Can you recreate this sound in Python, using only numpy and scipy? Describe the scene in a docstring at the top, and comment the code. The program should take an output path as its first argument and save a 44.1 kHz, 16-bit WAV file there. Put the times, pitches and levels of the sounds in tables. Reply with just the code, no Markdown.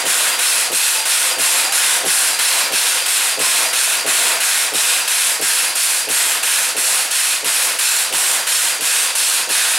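"""Steam locomotive air pump

The pump of a standing engine works up and down outdoors, three strokes a second, slowly lengthening.
Each stroke lets out a blast of steam that spits, chirps, then sags and whistles as the piston slows.
The pump knocks at one end of its travel; the pipes murmur and a leak simmers underneath.
Halfway through, the microphone tips down toward the wheels and the knocks soften."""
import sys
import numpy as np
from scipy import signal
from scipy.fft import rfft, irfft, next_fast_len
from scipy.io import wavfile
from scipy.ndimage import uniform_filter1d

SR = 44100
rng = np.random.default_rng(int(sys.argv[2]) if len(sys.argv) > 2 else 0)


def file_out(sig):
    """Save sig as 16-bit WAV at sys.argv[1]."""
    # one column per channel
    cols = np.atleast_2d(sig).T
    # limit, then scale
    lim = np.clip(cols, -1, 1)
    pcm = np.round(lim * 32767).astype(np.int16)
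    wavfile.write(sys.argv[1], SR, pcm)


N = 431298
TIME = np.arange(N) / SR
FREQS = np.fft.rfftfreq(N, 1 / SR)


def gain_of(db):
    """Decibels to gain."""
    return 10 ** (np.asarray(db) / 20)


def unit_rms(x):
    """Scales to rms 1."""
    return x / np.sqrt(np.mean(x ** 2) + 1e-20)


def add(mix, start_s, sound):
    """Lays a sound into the mix."""
    part = mix[max(round(start_s * SR), 0):][:len(sound)]
    part += sound[:len(part)]


def colour(points, peaks=()):
    """An EQ curve as gains: an outline of (freq_hz, level_db) plus bell-shaped resonances."""
    hz, db = np.transpose(points)
    outline_db = np.interp(np.log(FREQS + 1), np.log(hz), db)
    bells_db = sum(boost * np.exp(-((FREQS - f) / (width / 2)) ** 2 / 2) for f, width, boost in peaks)
    return gain_of(outline_db + bells_db)


def noise(eq):
    """Noise shaped by an EQ curve, then scaled to rms 1."""
    size = next_fast_len(N, real=True)
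    eq = np.interp(np.fft.rfftfreq(size, 1 / SR), FREQS, eq)
    spectrum = rng.standard_normal(len(eq)) + 1j * rng.standard_normal(len(eq))
    return unit_rms(irfft(eq * spectrum, size)[:N])


def flutter(rate_hz, slowest_hz=4):
    """Random unsteadiness of rms 1, weaker toward its top rate."""
    return noise((FREQS > slowest_hz) / (FREQS + 2) ** 0.47 / (1 + (FREQS / rate_hz) ** 2))


def tone(hz, wobble_hz):
    """A sine of rms 1 whose pitch is shaken by the flow."""
    return np.sqrt(2) * np.sin(2 * np.pi * np.cumsum(hz + wobble_hz * flutter(160)) / SR)


def low_cut(x, cutoff_hz):
    """Thins the bass, which small sources barely radiate."""
    return signal.sosfilt(signal.butter(3, cutoff_hz, "highpass", fs=SR, output="sos"), x)


def mic_tilt(time_s, from_s=4.6, to_s=6.8):
    """The microphone's aim: 0 facing the pump, 1 down toward the wheels."""
    return np.interp(time_s, [from_s, to_s], [0, 1])


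def strokes(first_back_s=.0531, cycle_s=.66395, longer_s_per_cycle=.001452, back_share=.5047):
    """Each stroke's start and direction (1 = back, 0 = out); the beat drags as air pressure builds."""
    cycle, going_out = np.divmod(np.arange(-1, 2 * int(N / SR / cycle_s + 2)), 2)
    turns = cycle + back_share * going_out
    return first_back_s + cycle_s * turns + longer_s_per_cycle * turns ** 2 / 2, 1 - going_out


# The pump's vigour wanes, rallies and wanes again: time_s, level_db
PUMP_VIGOUR = [(0, -0.5), (3.6, 1), (4.4, -1.5), (6.4, -3.5), (7.3, -9.5), (8.6, 1), (9.5, -6.5)]
# How closely a layer rides the vigour: layer, db_per_db
VIGOUR_FOLLOW = {"whistle": 0.7, "roar": 0.12, "murmur": 0.28}
# Trims with the microphone fully down: layer, change_db
TILT_TRIM_DB = {"hiss": -0.3, "roar": 0.17, "murmur": -1, "sag": 1.7, "knock": -4}
# Chance from stroke to stroke: layer, deviation_db
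STROKE_JITTER_DB = {"hiss": 0.44, "roar": 0.6, "murmur": 1.43, "sag": .5, "whistle": 1.3, "knock": 1}


def stroke_db(layer, start_s):
    """A layer's trim for each stroke, from vigour, microphone aim and a little chance."""
    vigour_db = VIGOUR_FOLLOW.get(layer, 0) * np.interp(start_s, *np.transpose(PUMP_VIGOUR))
    tilt_db = TILT_TRIM_DB.get(layer, 0) * mic_tilt(start_s)
    return vigour_db + tilt_db + STROKE_JITTER_DB[layer] * rng.standard_normal(len(start_s))


def pump_motion(slowing_s=0.11, lead_s=0.027, curve=2.2):
    """Control signals: seconds into the stroke, direction, sag of the flow and each layer's trim."""
    start_s, back = strokes()
    stroke = np.searchsorted(start_s, TIME, "right") - 1
    trim_db = {layer: stroke_db(layer, start_s)[stroke] for layer in ("hiss", "roar", "murmur")}
    sag_depth = np.where(back, 7.5, 10.5) + stroke_db("sag", start_s)
    trim_db["whistle"] = stroke_db("whistle", start_s)[stroke]
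    remaining_s = start_s[stroke + 1] - TIME
    # the air being compressed brakes the piston toward the end of its travel
    braking = np.maximum(1 + (lead_s - remaining_s) / slowing_s, 0) ** curve
    return TIME - start_s[stroke], back[stroke], sag_depth[stroke] * braking, trim_db


def envelope_db(table, age_s, back):
    """Retriggers a level envelope on every stroke, with one shape for each direction."""
    time_s, out_db, back_db = np.transpose(table)
    return np.where(back, np.interp(age_s, time_s, back_db), np.interp(age_s, time_s, out_db))


# Tone of the leak: freq_hz, level_db
LEAK_EQ = [(40, -44), (200, -22), (700, 1.5), (1600, -4), (3500, 3), (6000, 6), (9000, 3), (12000, -25),
           (15800, -29)]


def leak(level_db=-31):
    """Escaping steam lays a steady, simmering bed."""
    return noise(colour(LEAK_EQ)) * gain_of(level_db + .5 * flutter(30))


# Tone of steam in the pipes: freq_hz, level_db
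PIPE_EQ = [(25, -34), (60, -30), (110, -22.5), (170, -20), (300, -10), (520, -2.5), (900, 2), (1400, 2.5),
           (2500, 2), (6000, -16)]
# Pipe resonances: freq_hz, width_hz, boost_db
PIPE_RESONANCES = [(182, 36, 3.5), (224, 20, 4), (276, 24, 4), (380, 24, 4.5), (410, 30, -3.5),
                   (440, 26, 2), (507, 45, 5.5), (656, 45, 3), (712, 36, 2.5), (772, 40, 3),
                   (828, 50, -5.5), (915, 55, 3.5), (1080, 70, 2.5), (1180, 60, -4.5), (1262, 40, 2)]
# The murmur's swell through a stroke: age_s, out_db, back_db
MURMUR_SWELL = [(0, 4.5, 6.5), (.05, -1, 6.5), (.1, -1.5, 5.5), (.16, 2, 7), (.24, 3, 8), (.3, 2.5, 8),
                (.345, -6.5, 2)]


def pipe_murmur(age_s, back, trim_db, level_db=-32.5):
    """Steam murmurs in the resonant pipes, swelling through each stroke."""
    direction_db = np.where(back, -0.58, 3.5)
    swell_db = uniform_filter1d(envelope_db(MURMUR_SWELL, age_s, back) + direction_db + trim_db, 900)
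    return noise(colour(PIPE_EQ, PIPE_RESONANCES)) * gain_of(level_db + swell_db + 0.65 * flutter(40))


# Soft hoots: start_s, length_s, pitch_hz, level_db
HOOT_NOTES = [(0.898, 0.19, 892, -31), (1.601, 0.18, 760, -31.5), (3.617, 0.12, 655, -36),
              (4.307, 0.15, 650, -35)]


def hoots():
    """Faint hollow notes come and go in the murmur."""
    out = np.zeros(N)
    for start_s, length_s, pitch_hz, level_db in HOOT_NOTES:
        size = int(length_s * SR)
        add(out, start_s, tone(pitch_hz, wobble_hz=22)[:size] * np.hanning(size) * gain_of(level_db))
    return out


# Ring of the pump body: pitch_hz, level_db, t60_s
BODY_MODES = [(101, -9, 0.1), (171.5, -8, 0.094), (236, -13.5, 0.036), (281, -5.5, 0.056),
              (374.5, -12, 0.13), (448, -2.5, 0.05), (500, -2.5, 0.049), (675, -6, 0.05),
              (764, -6.5, 0.046)]
# The blows of one knock, around the start of a back stroke: offset_s, level_db, centre_hz
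KNOCK_BLOWS = [(-.018, 0, 445), (-.0108, 2, 620), (.007, 3.5, 390), (.022, -5, 195)]


def knocks(level_db=-18, jitter_db=0.5, jitter_s=0.00032, rise_cycles=1.4, reach_octaves=0.9):
    """Piston and valve gear hit their stops in a quick cluster of dull blows."""
    out, t = np.zeros(N), np.arange(SR // 6) / SR
    modes = []
    for hz, db, t60_s in BODY_MODES:
        attack = 1 - np.exp(-(hz * t / rise_cycles) ** 2)  # deep modes bloom last
        modes.append(attack * gain_of(db - 60 * t / t60_s) * np.sin(2 * np.pi * hz * t))
    mode_hz = np.transpose(BODY_MODES)[0]
    start_s, back = strokes()
    hits_s = start_s[back == 1]
    for hit_s, trim_db in zip(hits_s, stroke_db("knock", hits_s)):
        for offset_s, blow_db, centre_hz in KNOCK_BLOWS:
            late, harder = rng.standard_normal(2)
            excitation = np.exp(-(np.log2(mode_hz / centre_hz) / reach_octaves) ** 2 / 2)
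            force = gain_of(level_db + trim_db + blow_db + jitter_db * harder)
            add(out, hit_s + offset_s + jitter_s * late, force * (excitation @ modes))
    return low_cut(out, cutoff_hz=65)


# Chirps of the gathering flow: settled_hz, sharp_by_hz, peak_s, half_length_s, out_db, back_db
CHIRPS = [(5290, 800, .085, .035, -29, -36), (9020, 650, .06, .05, -28.5, -30.5),
          (9010, 0, .16, .06, -33, -33), (9680, 500, .055, .025, -36, -30),
          (10520, 500, .08, .03, -34, -40)]


def edge_tones(age_s, back, whistle_trim_db, level_db=0.2, settle_s=.028, fitful_db=3.5, follow=0.4):
    """Thin chirps, most starting sharp and settling as the piston gathers speed."""
    out = np.zeros(N)
    for settled_hz, sharp_by_hz, peak_s, half_length_s, out_db, back_db in CHIRPS:
        chirp_db = level_db + follow * whistle_trim_db + np.where(back, back_db, out_db)
        flicker_db = fitful_db * np.tanh(flutter(60))
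        pitch_hz = settled_hz + sharp_by_hz * np.exp(-age_s / settle_s)
        swell = np.exp(-((age_s - peak_s) / half_length_s) ** 2)
        out += tone(pitch_hz, wobble_hz=38) * swell * gain_of(chirp_db + flicker_db)
    return out


def whistle(sag_db, trim_db, level_db=-30, pitch_hz=4845, droop_hz_per_db=10, fitful_db=5):
    """A fitful whistle sings as the blast sags, falling in pitch with the flow."""
    onset = np.clip(sag_db / 2 - .4, 0, 1)
    fade = gain_of(-.6 * np.maximum(sag_db - 5, 0))
    note = tone(pitch_hz - droop_hz_per_db * sag_db, wobble_hz=22)
    flicker_db = fitful_db * np.tanh(flutter(120, slowest_hz=15))
    return note * uniform_filter1d(onset * fade, 150) * gain_of(level_db + trim_db + flicker_db)


def spit(age_s, ring_db=-24, ring_s=0.012, crack_db=-23, crack_s=0.021):
    """The first gulp of steam cracks at the nozzle and rings the exhaust pipe."""
    ring_eq = colour([(300, -70), (1500, -27), (2300, -13), (2700, 7), (3200, 2),
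                      (4500, -26), (9000, -17)])
    crack_eq = colour([(300, -70), (4000, -37), (10500, 10), (15800, -12)])
    ring = noise(ring_eq) * gain_of(ring_db) * np.exp(-age_s / ring_s)
    crack = noise(crack_eq) * gain_of(crack_db) * np.exp(-age_s / crack_s)
    return ring + crack


# The valve spits, falters and opens: age_s, out_db, back_db
VALVE_OPENING = [(0, -10, -18), (.002, -4, -7.5), (.007, -0.5, -11), (.012, -3.5, -5), (.02, -2.5, -3),
                 (.032, -1, -1)]


def valve_flow_db(age_s, back, sag_db):
    """The steam flow rises as the valve opens and sags as the piston slows."""
    return envelope_db(VALVE_OPENING, age_s, back) - sag_db


def sizzle(flow_db, level_db=-35, follow=1.8):
    """The finest spray at the nozzle adds a bright top only near full flow."""
    spray = noise(colour([(6000, -40), (11000, -4), (12300, 6), (13400, -5), (15500, -3)]))
    return spray * gain_of(level_db + follow * flow_db + .9 * flutter(200))


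def turbulence(x, depth_db=0.9, width_hz=350, length_s=0.2):
    """Turbulence shifts the jet's colour in drifting patches."""
    hz, t, spectrogram = signal.stft(x, SR, nperseg=512)
    patches = rng.standard_normal(spectrogram.shape)
    for _ in range(2):
        patches = uniform_filter1d(patches, max(round(width_hz / hz[1]), 1), axis=0)
        patches = uniform_filter1d(patches, max(round(length_s / t[1]), 1), axis=1)
    return signal.istft(spectrogram * gain_of(depth_db * unit_rms(patches)), SR)[1][:N]


# Tone of the jet at full flow: freq_hz, level_db
JET_EQ = [(100, -70), (900, -13), (1300, -9.5), (1600, -4.5), (2250, -5), (3100, -4), (4200, -3),
          (5000, -4), (6100, -3), (8800, 3), (10200, 2), (11600, -3), (12600, -8.5), (15800, -20.5)]
# Jet resonances: freq_hz, width_hz, boost_db
JET_RESONANCES = [(1445, 70, 5), (1605, 70, 2.5), (2260, 120, -1.5), (2550, 280, 4), (4280, 200, 1),
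                  (4640, 240, -1.5), (5400, 400, 1), (5980, 180, -1.2), (7480, 300, 2), (11400, 400, 2)]


def blast(flow_db, trim_db, hiss_db=-17, roar_db=-20, split_hz=5000, hiss_follow=0.94, roar_follow=0.71):
    """The exhaust jet: its hiss dies faster than its roar as the flow sags."""
    eq = colour(JET_EQ, JET_RESONANCES)
    treble_share = 1 / (1 + (split_hz / (FREQS + 1)) ** 8)
    rough_db = flow_db + 0.51 * flutter(260)
    hiss = noise(eq * np.sqrt(treble_share))
    hiss *= gain_of(hiss_db + trim_db["hiss"] + hiss_follow * rough_db)
    roar = noise(eq * np.sqrt(1 - treble_share))
    roar *= gain_of(roar_db + trim_db["roar"] + roar_follow * rough_db + 0.76 * flutter(120))
    return turbulence(hiss + roar)


# Tone of the side channel: freq_hz, level_db
SIDE_EQ = [(50, -22), (120, -45), (300, -25), (800, -16.5), (2200, -19), (4200, -24), (6000, -25),
           (8700, -47.5), (9200, -15), (10800, -14.5), (12000, -56)]


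def spread(mid, t60_s=0.4):
    """A faint, filtered diffuse tail gives a little stereo width."""
    t = np.arange(SR // 5) / SR
    tail = rng.standard_normal(len(t)) * gain_of(-60 * t / t60_s) * (t > .001)
    side = signal.oaconvolve(mid, tail / np.linalg.norm(tail))[:N]
    side = irfft(rfft(side) * colour(SIDE_EQ), N)
    pan_db = np.interp(mic_tilt(TIME), [0, 1], [-.42, -.9])  # left minus right
    return np.array([(mid + side) * gain_of(pan_db / 2), (mid - side) * gain_of(-pan_db / 2)])


def scene():
    """The piston drives exhaust and murmur over the leak; the knocks sit dry in the centre."""
    age_s, back, sag_db, trim_db = pump_motion()
    flow_db = valve_flow_db(age_s, back, sag_db)
    steam = blast(flow_db, trim_db) + sizzle(flow_db) + spit(age_s)
    tones = whistle(sag_db, trim_db["whistle"]) + edge_tones(age_s, back, trim_db["whistle"]) + hoots()
    exhaust = low_cut(steam + tones, cutoff_hz=400)
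    bed = pipe_murmur(age_s, back, trim_db["murmur"]) + leak()
    return spread(exhaust + bed) + knocks()


def record(dry, cutoff_hz=15850):
    """A steep high cut takes off the very top."""
    high_cut = signal.firwin(801, cutoff_hz, window=("kaiser", 9), fs=SR)
    return signal.oaconvolve(dry, high_cut[None], "same")


dry = scene()
out = record(dry)
file_out(out)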